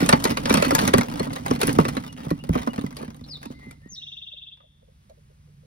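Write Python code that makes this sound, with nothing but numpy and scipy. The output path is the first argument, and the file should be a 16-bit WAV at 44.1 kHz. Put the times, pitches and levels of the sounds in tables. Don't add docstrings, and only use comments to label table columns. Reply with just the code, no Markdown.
import sys
import numpy as np
from scipy import signal
from scipy.fft import rfft, irfft, next_fast_len
from scipy.io import wavfile
from scipy.ndimage import uniform_filter1d

SR = 44100
rng = np.random.default_rng(int(sys.argv[2]) if len(sys.argv) > 2 else 0)


def transcribe(u):
    v = np.clip(np.atleast_2d(u).T, -1, 1)
    q = np.round(v * 32767).astype(np.int16)
    wavfile.write(sys.argv[1], SR, q)


N = 249586
TIME_S = np.arange(N) / SR


def amp(db):
    return 10 ** (np.asarray(db) / 20)


def unit(x):
    return x / np.sqrt(np.mean(x ** 2) + 1e-20)


def curve(rows, x, column=1):
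    rows = np.asarray(rows)
    return np.interp(x, rows[:, 0], rows[:, column])


def spectrum(points, hz):
    point_hz, db = np.transpose(points)
    return amp(np.interp(np.log(hz + 1), np.log(point_hz), db))


def add(mix, start_s, sound):
    part = mix[..., max(round(start_s * SR), 0):][..., :sound.shape[-1]]
    part += sound[..., :part.shape[-1]]


def convolve(x, taps):
    return signal.oaconvolve(x, taps, axes=1)[:, :N]


def band(x, lo_hz, hi_hz, order=2):
    edges_hz = [lo_hz, min(hi_hz, .49 * SR)]
    return signal.sosfilt(signal.butter(order, edges_hz, "band", fs=SR, output="sos"), x)


def colour(x, points, size=1024):
    log_gain = np.log(spectrum(points, abs(np.fft.fftfreq(size, 1 / SR))))
    response = np.exp(np.conj(signal.hilbert(log_gain)))
    taps = np.fft.ifft(response).real[:size // 2]
    return signal.oaconvolve(x, taps[None], axes=1)[:, :x.shape[1]]


def strength(x, size):
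    return np.sqrt(uniform_filter1d((x ** 2).mean(0), size).max())


# (frequency [Hz], relative density [dB/Hz])
AIR_COLOUR = [(25, -21.5), (60, -2), (120, -8), (200, -12), (280, -28.5), (800, -31.5), (1500, -33.5),
              (5000, -39), (11000, -44.5), (16000, -51.5)]
# (time [s], level re AIR_DB [dB])
AIR_LEVEL_DB = [(3.7, 9), (4.1, 2), (4.6, -1), (5.0, 6.5)]
AIR_DB = -62
# (time [s], level [dB])
HUM_DB = [(3.3, -49.5), (3.9, -55.5), (4.3, -68), (5.2, -68.5), (5.5, -55)]


def background():
    air = unit(colour(rng.standard_normal((2, N)), AIR_COLOUR, size=8192))
    air = air * amp(AIR_DB + curve(AIR_LEVEL_DB, TIME_S))
    drift = unit(band(rng.standard_normal(N), 0.77, 26))
    hum_hz = 145 + 6.7 * drift
    hum = np.sqrt(2) * np.sin(2 * np.pi * np.cumsum(hum_hz) / SR)
    return air + hum * amp(curve(HUM_DB, TIME_S))


# (time [s], peak level [dB], pitch [Hz])
HOLLOW_BLIPS = [(4.328, -56, 534), (4.631, -58, 610), (4.815, -59, 536), (4.875, -57.5, 527),
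                (5.093, -46.5, 600), (5.17, -58, 520), (5.295, -60, 504), (5.472, -63.5, 470),
                (5.625, -55.5, 475)]


def blips(decay_s=0.009):
    out, t = np.zeros((2, N)), np.arange(SR // 6) / SR
    for start_s, db, hz in HOLLOW_BLIPS:
        noise = band(rng.standard_normal((2, len(t))), hz * .9, hz * 1.126)
        puff = noise * t * np.exp(-t / decay_s)
        add(out, start_s, amp(db) * puff / strength(puff, size=256))
    return out


def echoes(x, t60_s, gap_s):
    t = np.arange(SR) / SR
    signs = rng.choice([-1, 1], (2, SR))
    present = rng.random((2, SR)) < 2000 / SR
    taps = signs * present * (t > gap_s) * np.exp(-np.log(1000) * t / t60_s)
    return convolve(x, taps / np.linalg.norm(taps[0]))


def whistle(t, hz, gain, waver=0.015, overtone=0):
    wander = unit(uniform_filter1d(rng.standard_normal(SR), size=60))[:len(t)]
    phase = 2 * np.pi * np.cumsum(hz * (1 + waver * wander)) / SR
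    tone = np.sin(phase) + overtone * np.sin(2 * phase)
    return np.sqrt(2) * tone * gain * signal.windows.tukey(len(t), .12)


# (time from syllable peak [s], pitch before sag [Hz], level re trill [dB])
LOW_TRILL_STROKE = [(-.036, 2850, -17), (-.022, 2665, -12.5), (-.011, 2850, -20.5)]
HIGH_TRILL_STROKE = [(-.017, 3040, -9), (-.011, 3317, -2), (-.006, 3510, 3), (-.002, 3690, 1.5),
                     (.004, 3597, -13.5)]
TRILL_START_S, TRILL_STEP_S = 4.033, .0499
TRILL_DB, TRILL_FADE_DB = -47, -5.5
TRILL_SAG = 0.023


def trill(count=11):
    song = np.zeros((1, N))
    for k in range(count):
        along = k / (count - 1)
        for stroke in (LOW_TRILL_STROKE, HIGH_TRILL_STROKE):
            t = np.arange(stroke[0][0], stroke[-1][0], 1 / SR)
            hz = curve(stroke, t) * (1 + TRILL_SAG * (.5 - along))
            db = TRILL_DB + TRILL_FADE_DB * along ** 4 + curve(stroke, t, column=2)
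            start_s = TRILL_START_S + k * TRILL_STEP_S + t[0]
            add(song, start_s, whistle(t, hz, amp(db), waver=0.0097))
    return song


# (time [s], length [s], first pitch [Hz], last pitch [Hz], dry level [dB])
GLIDE_NOTES = [(2.073, 0.029, 2790, 2920, -58.5), (2.38, 0.033, 2725, 2890, -57.5),
               (2.69, 0.023, 2810, 2970, -57), (3.238, 0.005, 3300, 4530, -50),
               (3.277, 0.086, 5690, 3450, -47.5), (3.881, 0.072, 7060, 5240, -51),
               (3.948, 0.014, 5180, 3240, -52), (3.962, 0.022, 3643, 3874, -44)]
NOTE_ARCH, NOTE_SKEW = 0.3, 2.7
# (time [s], length [s], first pitch [Hz], last pitch [Hz], dry level [dB])
LEVEL_WHISTLES = [(3.53, 0.09, 2060, 2090, -58.5), (3.595, 0.135, 2070, 2050, -52.5),
                  (3.603, 0.055, 1955, 1910, -57), (3.821, 0.081, 1800, 1930, -59)]
WALL_S, WALL_DB = .0087, -6.5


def birds():
    song, low = trill(), np.zeros((1, N))
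    for start_s, length_s, first_hz, last_hz, db in GLIDE_NOTES:
        t = np.arange(0, length_s, 1 / SR)
        hz = first_hz + (last_hz - first_hz) * t / length_s
        arch = abs(np.sin(np.pi * (t / length_s) ** NOTE_SKEW)) ** NOTE_ARCH
        add(song, start_s, whistle(t, hz, amp(db) * arch, overtone=0.034))
    for start_s, length_s, first_hz, last_hz, db in LEVEL_WHISTLES:
        t = np.arange(0, length_s, 1 / SR)
        hz = first_hz + (last_hz - first_hz) * t / length_s
        arch = np.sin(np.pi * t / length_s) ** .5
        add(low, start_s, whistle(t, hz, amp(db) * arch))
    near = amp(3.5) * song + amp(7) * echoes(song, .07, 0)
    add(near, WALL_S, amp(WALL_DB) * near)
    nearby = amp(-3.0) * echoes(song, 0.22, 0.0065)
    yard = amp(-4.0) * echoes(song + amp(-7) * low, 1.0, 0.045)
    return near + nearby + low + yard


# (nominal frequency [Hz], mean level [dB], t60 [s])
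TUB_MODES = [(58, -14.5, 0.27), (120.5, -14.5, 0.11), (148.4, -7.5, 0.14), (187.5, -5.5, 0.1),
             (236, 3.5, 0.081), (268.8, -1, 0.13), (409, -15.5, 0.031), (464, -5.5, 0.01),
             (564, -13, 0.045), (891.3, -18, 0.12), (1202, -15.5, 0.059), (1980, -23, 0.075),
             (2380, -19, 0.041), (3640, -15, 0.03), (4380, -17, 0.057)]


def tub_ring(t, spread_db=4.5, detune=0.022):
    hz, db, t60_s = np.transpose(TUB_MODES)[:, :, None]
    share, shift = rng.standard_normal((2, len(TUB_MODES), 1))
    phase = 2 * np.pi * rng.random((2, len(TUB_MODES), 1))
    decay = amp(db + spread_db * share) * np.exp(-np.log(1000) * t / t60_s)
    return (decay * np.sin(2 * np.pi * hz * (1 + detune * shift) * t + phase)).sum(1)


def bend(x, lag_s, at_hz=230):
    size = 2 * x.shape[1]
    hz = np.fft.rfftfreq(size, 1 / SR)
    dispersion = np.exp(-4j * np.pi * lag_s * np.sqrt(hz * at_hz))
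    return irfft(rfft(x, size) * dispersion)[:, :x.shape[1]]


def spot_colour(spread_db, count=72):
    return np.transpose([np.geomspace(500, SR / 2, count), spread_db * rng.standard_normal(count)])


def claw_tick(t, snap_s=0.0033, rattle_s=0.014, rattle_db=-12, ring_db=-8):
    snap, scatter = rng.standard_normal((2, 2, len(t))) * (1 - np.exp(-t / .0008))
    scatter = band(scatter * np.exp(-t / rattle_s), 210, 4820, order=1)
    ring = band(tub_ring(t), 980, 6500)
    tick = snap * np.exp(-t / snap_s) + amp(rattle_db) * scatter + amp(ring_db) * ring
    return colour(tick, spot_colour(4.8))


def slips(per_s, spread_db):
    present = rng.random(N) < per_s / SR
    size = amp(spread_db * np.minimum(rng.exponential(1, N), 3.5))
    return present * size * rng.choice([-1, 1], N)


# (frequency [Hz], relative gain [dB])
SCRAPE_GAIN = [(150, -11), (450, 6), (750, 5), (1200, -2), (2200, -6.5), (5000, -11), (10000, -13.5),
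               (15500, -17.5)]
# (time [s], effort [dB])
STRUGGLE = [(0.0, -37.5), (0.21, -43), (0.65, -38), (0.86, -37), (1.03, -45), (1.35, -46.5), (1.8, -40),
            (1.98, -47), (2.11, -56.5), (2.41, -53), (2.6, -50.5), (2.88, -56.5), (3.13, -61.5),
            (3.66, -65), (3.99, -80.5), (4.2, -86)]
BUSY_DB, SLIP_THINNING = -37.5, 0.35
SCRAPE_DB, RUMBLE_DB, RUMBLE_PER_EFFORT = 8.5, 11, 0.94


def sliding(count=14):
    t, scrape, rumble = np.arange(SR // 5) / SR, 0, 0
    effort_db = curve(STRUGGLE, TIME_S)
    busy = np.clip(amp(SLIP_THINNING * (effort_db - BUSY_DB)), .1, 1)
    for _ in range(count):
        scuff = amp(5 * np.tanh(unit(band(rng.standard_normal(N), 2, 20))))
        catch = claw_tick(t, snap_s=.0014, rattle_db=-13, ring_db=-13)
        catches = slips(40 * busy, 6.5) * scuff / np.sqrt(busy)
        scrape = scrape + convolve(catches[None], catch)
        rumble = rumble + convolve(slips(15, 2)[None], tub_ring(t, detune=.07))
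    floor_gain = [(25, -3.0), (55, -2.0), (100, 5.0), (260, -2.0), (500, -11.5), (3000, -37.5)]
    rumble = unit(colour(rumble, floor_gain, size=4096)) * amp(RUMBLE_DB + RUMBLE_PER_EFFORT * effort_db)
    scrape = unit(colour(scrape, SCRAPE_GAIN)) * amp(SCRAPE_DB + effort_db)
    settling = amp(np.interp(TIME_S, [3.7, 4.2], [0, -9]))
    return settling * (scrape + rumble)


# (time [s], length [s], level [dB])
CLAW_DRAGS = [(0.0, 0.032, -24.5), (0.273, 0.048, -28), (0.548, 0.061, -26), (0.621, 0.14, -29.5),
              (0.793, 0.1, -28), (1.185, 0.073, -38.5), (1.52, 0.051, -36), (1.642, 0.071, -34.5),
              (2.162, 0.077, -43.5), (2.526, 0.097, -36), (2.732, 0.013, -40), (2.986, 0.074, -45.5),
              (3.416, 0.028, -48), (3.586, 0.11, -56.5)]
DRAG_SLIPS_PER_S = 90


def drags(count=3):
    out, t = np.zeros((2, N)), np.arange(SR // 10) / SR
    for start_s, length_s, db in CLAW_DRAGS:
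        size, rub = round(length_s * SR), 0
        for _ in range(count):
            present = rng.random(SR) < DRAG_SLIPS_PER_S / SR
            run = (present * amp(rng.uniform(-20, 0, SR)))[:size]
            catch = claw_tick(t, snap_s=0.0011, rattle_db=-15, ring_db=-15)
            rub = rub + signal.oaconvolve(run[None], catch, axes=1)
        rub = colour(colour(rub, SCRAPE_GAIN), [(700, -1), (2200, 3), (9000, -1.5)])
        rms = np.sqrt((rub ** 2).mean(0).sum() / size + 1e-20)
        add(out, start_s, amp(db) * rub / rms)
    return out


# (time [s], boom level re BOOM_DB [dB], centre [Hz],
#   knock level re boom level and KNOCK_DB [dB])
FLOOR_BUMPS = [(0.022, -8, 256, -30), (0.09, -14.5, 230, -14), (0.131, -6, 200, -13),
               (0.251, -16, 243, -2.5), (0.306, -14, 260, -26), (0.506, -11, 270, -11),
               (0.539, -10.5, 280, -14), (0.571, -11.5, 215, -23), (0.667, -15, 264, -12.5),
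               (0.721, -13.5, 272.7, -7), (0.824, -18, 232, -6.5), (0.938, -7.5, 214, -4),
               (0.981, -8.5, 203, -8.5), (1.2, -18, 206, -5.5), (1.266, -27, 277, -2.5),
               (1.509, -11.5, 240, -6.5), (1.682, -14, 282, -20), (1.786, -6, 215, -3.5),
               (1.85, -22, 254, -10), (1.966, -19, 264, -9), (2.265, -20, 165, -18), (2.31, -12, 285, -16),
               (2.492, -10.5, 147, -25), (2.552, -8.5, 215, -11), (2.672, -11, 270, -9.5),
               (2.78, -15, 215, -13.5), (2.838, -17.5, 228, -18), (3.007, -25.5, 197, -11.5),
               (3.028, -28, 320, -5), (3.079, -25, 223, -20), (3.212, -29.5, 140, -45),
               (3.456, -24.5, 236, -40), (3.501, -29, 244, -15.5), (3.665, -33.5, 231, -18),
               (3.857, -37, 239.5, -27), (3.916, -39, 153.7, -42)]
BOOM_DB, KNOCK_DB = -5, 1.5
USUAL_BOOM_HZ, FLEX_DB_PER_OCT = 240, 3


def bumps(push_db=42, rattle_s=0.0089, shell_db=-7):
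    out, t = np.zeros((2, N)), np.arange(SR // 5) / SR
    for start_s, db, hz, knock_db in FLOOR_BUMPS:
        blow = amp(push_db) * (t == 0) + tub_ring(t, spread_db=4.5, detune=0.032)
        flex_db = FLEX_DB_PER_OCT * np.log2(USUAL_BOOM_HZ / hz)
        boom_gain = [(30, -20), (hz / 3, flex_db - 5), (hz, 0), (hz * 2, -9), (900, -26), (2500, -48)]
        boom = bend(colour(blow, boom_gain), lag_s=0.00427)
        rattle = rng.standard_normal((2, len(t))) * np.exp(-t / rattle_s)
        knock = band(rattle, 360, 610) + amp(shell_db) * band(rattle, 900, 1200)
        knock = bend(knock, lag_s=.0015)
        add(out, start_s, amp(db + BOOM_DB) * boom / strength(boom, size=256))
        add(out, start_s, amp(db + knock_db + KNOCK_DB) * knock / strength(knock, size=256))
    return out


# (time [s], peak level re CLAW_DB [dB], treble share [dB], struck spot's ring [Hz])
CLAW_STRIKES = [(0.0607, -16, -6.5, 2000), (0.09, -3, -11, 1870), (0.126, -6.5, -24.5, 1480),
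                (0.133, -11.5, -24.5, 1900), (0.24, -9.5, -3, 5160), (0.2514, -12.5, -22.5, 1730),
                (0.303, -19, -13.5, 2750), (0.371, -14.5, -21, 2470), (0.4556, -13.5, -25.5, 4500),
                (0.4718, -25.5, -26, 1360), (0.496, -13.5, -14.5, 2230), (0.504, -13, -26.5, 1780),
                (0.5262, -18.5, -13.5, 1700), (0.5398, -6, -14, 1712), (0.554, -18, -20, 2920),
                (0.5716, -12.5, -19.5, 2550), (0.6234, -11.5, -15, 2430), (0.647, -16, -19, 2510),
                (0.707, -14.5, -20.5, 1540), (0.7498, -5, -5, 1980), (0.7891, -10, -18, 2500),
                (0.876, -9, -11.5, 2040), (0.9366, -7.5, -22.5, 1920), (0.9811, -11.5, -9.5, 2030),
                (1.0095, -15.5, -22, 1460), (1.1954, -20, -18.5, 2160), (1.304, -32, -32, 1700),
                (1.333, -27, -2.5, 4200), (1.364, -28.5, -33.5, 1980), (1.4611, -20, -16, 1970),
                (1.5097, -20, -15, 1900), (1.614, -10.5, -12, 2730), (1.6307, -12, -11, 2130),
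                (1.6698, -12, 5, 1950), (1.678, -19.5, -19.5, 2180), (1.6923, -16, -20.5, 2270),
                (1.7281, -20.5, 6.5, 2050), (1.785, -21.5, -16.5, 2080), (1.8516, -18, -22, 2010),
                (1.8863, -19.5, -11.5, 1630), (1.9674, -21, -21.5, 2080), (2.039, -36, -26.5, 1690),
                (2.0775, -35.5, -11, 2470), (2.126, -34, -9, 3750), (2.304, -25, -13, 2000),
                (2.49, -35.5, -47, 1500), (2.5516, -48, -7, 2410), (2.5792, -28, -32, 1330),
                (2.6735, -28, -20, 1510), (2.779, -32, -30, 1900), (2.792, -33, -15, 3000),
                (2.926, -39, -15, 1990), (2.9674, -25, -8.5, 3540), (3.078, -41.5, -24.5, 2000),
                (3.164, -44, 9, 3484), (3.429, -32.5, -12, 1830), (3.455, -34, -14, 1825),
                (3.7096, -34.5, -9, 2131), (4.5709, -56, -28.5, 3590), (4.603, -53.5, -45.5, 1210),
                (5.0962, -48.5, -9, 3070)]
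# (frequency [Hz], relative gain [dB])
STRIKE_GAIN = [(150, -22.5), (500, 7), (2000, -6), (3000, -8.5), (5000, -5.5), (10000, -9), (13500, -11),
               (16000, -27)]
CLAW_DB, USUAL_TREBLE_DB, HARDNESS = -7.5, -12.5, 1


def claws(spot_db=7, rebound_db=-11):
    out, t, lead = np.zeros((2, N)), np.arange(SR // 10) / SR, SR // 40
    for start_s, db, treble_db, hz in CLAW_STRIKES:
        roughness = unit(uniform_filter1d(rng.standard_normal(lead), size=40))
        grain = rng.standard_normal((2, lead)) * amp(4 * roughness)
        skid = amp(-21) * grain * np.exp(-t[:lead][::-1] / .004)
        catch = claw_tick(t)
        rebound = amp(rebound_db) * band(claw_tick(t), 300, 6000)
        add(catch, rng.uniform(.004, .009), rebound)
        tick = bend(colour(np.hstack([skid, catch]), STRIKE_GAIN), lag_s=.0012)
        tick = colour(tick, [(hz / 3.4, 0), (hz, spot_db), (hz * 2.0, 0)])
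        tick = colour(tick, [(3000, 0.012), (9500, HARDNESS * (treble_db - USUAL_TREBLE_DB))])
        peak = strength(band(tick, 2000, 17000), size=64)
        add(out, start_s - lead / SR, amp(db + CLAW_DB) * tick / peak)
    return out


# (frequency [Hz], likeness [0-1], left phase lead [rad])
PORT_PAIR = [(100, .995, -.1), (250, .96, -.5), (420, .85, -1.4), (700, .8, -3), (1200, .55, -3.3),
             (2000, .45, -4.7), (4000, .55, -4.9), (5800, .6, -4.5), (7300, .97, -3.14), (13500, .96, 3.14),
             (15600, .93, 5.9)]
# (frequency [Hz], left minus right [dB])
PORT_BALANCE = [(50, 2.5), (150, -3.5), (380, -2.5), (700, 0)]


def ports(x):
    size = next_fast_len(N + SR // 10)
    hz = np.fft.rfftfreq(size, 1 / SR)
    a, b = rfft(x, size)
    same, lead = curve(PORT_PAIR, hz), curve(PORT_PAIR, hz, column=2)
    lean = np.sqrt(spectrum(PORT_BALANCE, hz))
    left = (same * a + np.sqrt(1 - same ** 2) * b) * np.exp(1j * lead)
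    return irfft(np.array([left * lean, a / lean]), size)[:, :N]


def scene():
    tub = claws() + drags() + bumps() + sliding()
    reflections = amp(-23.5) * echoes(band(tub, 67, 6000, order=1), 0.12, 0.02)
    return ports(tub + reflections + blips() + background() + birds())


EDGE_HZ = 15900


def record(dry):
    taps = signal.firwin(255, EDGE_HZ, window=("kaiser", 9), fs=SR)
    return signal.oaconvolve(np.clip(dry, -.86, .86), taps[None], "same")


dry = scene()
out = record(dry)
transcribe(out)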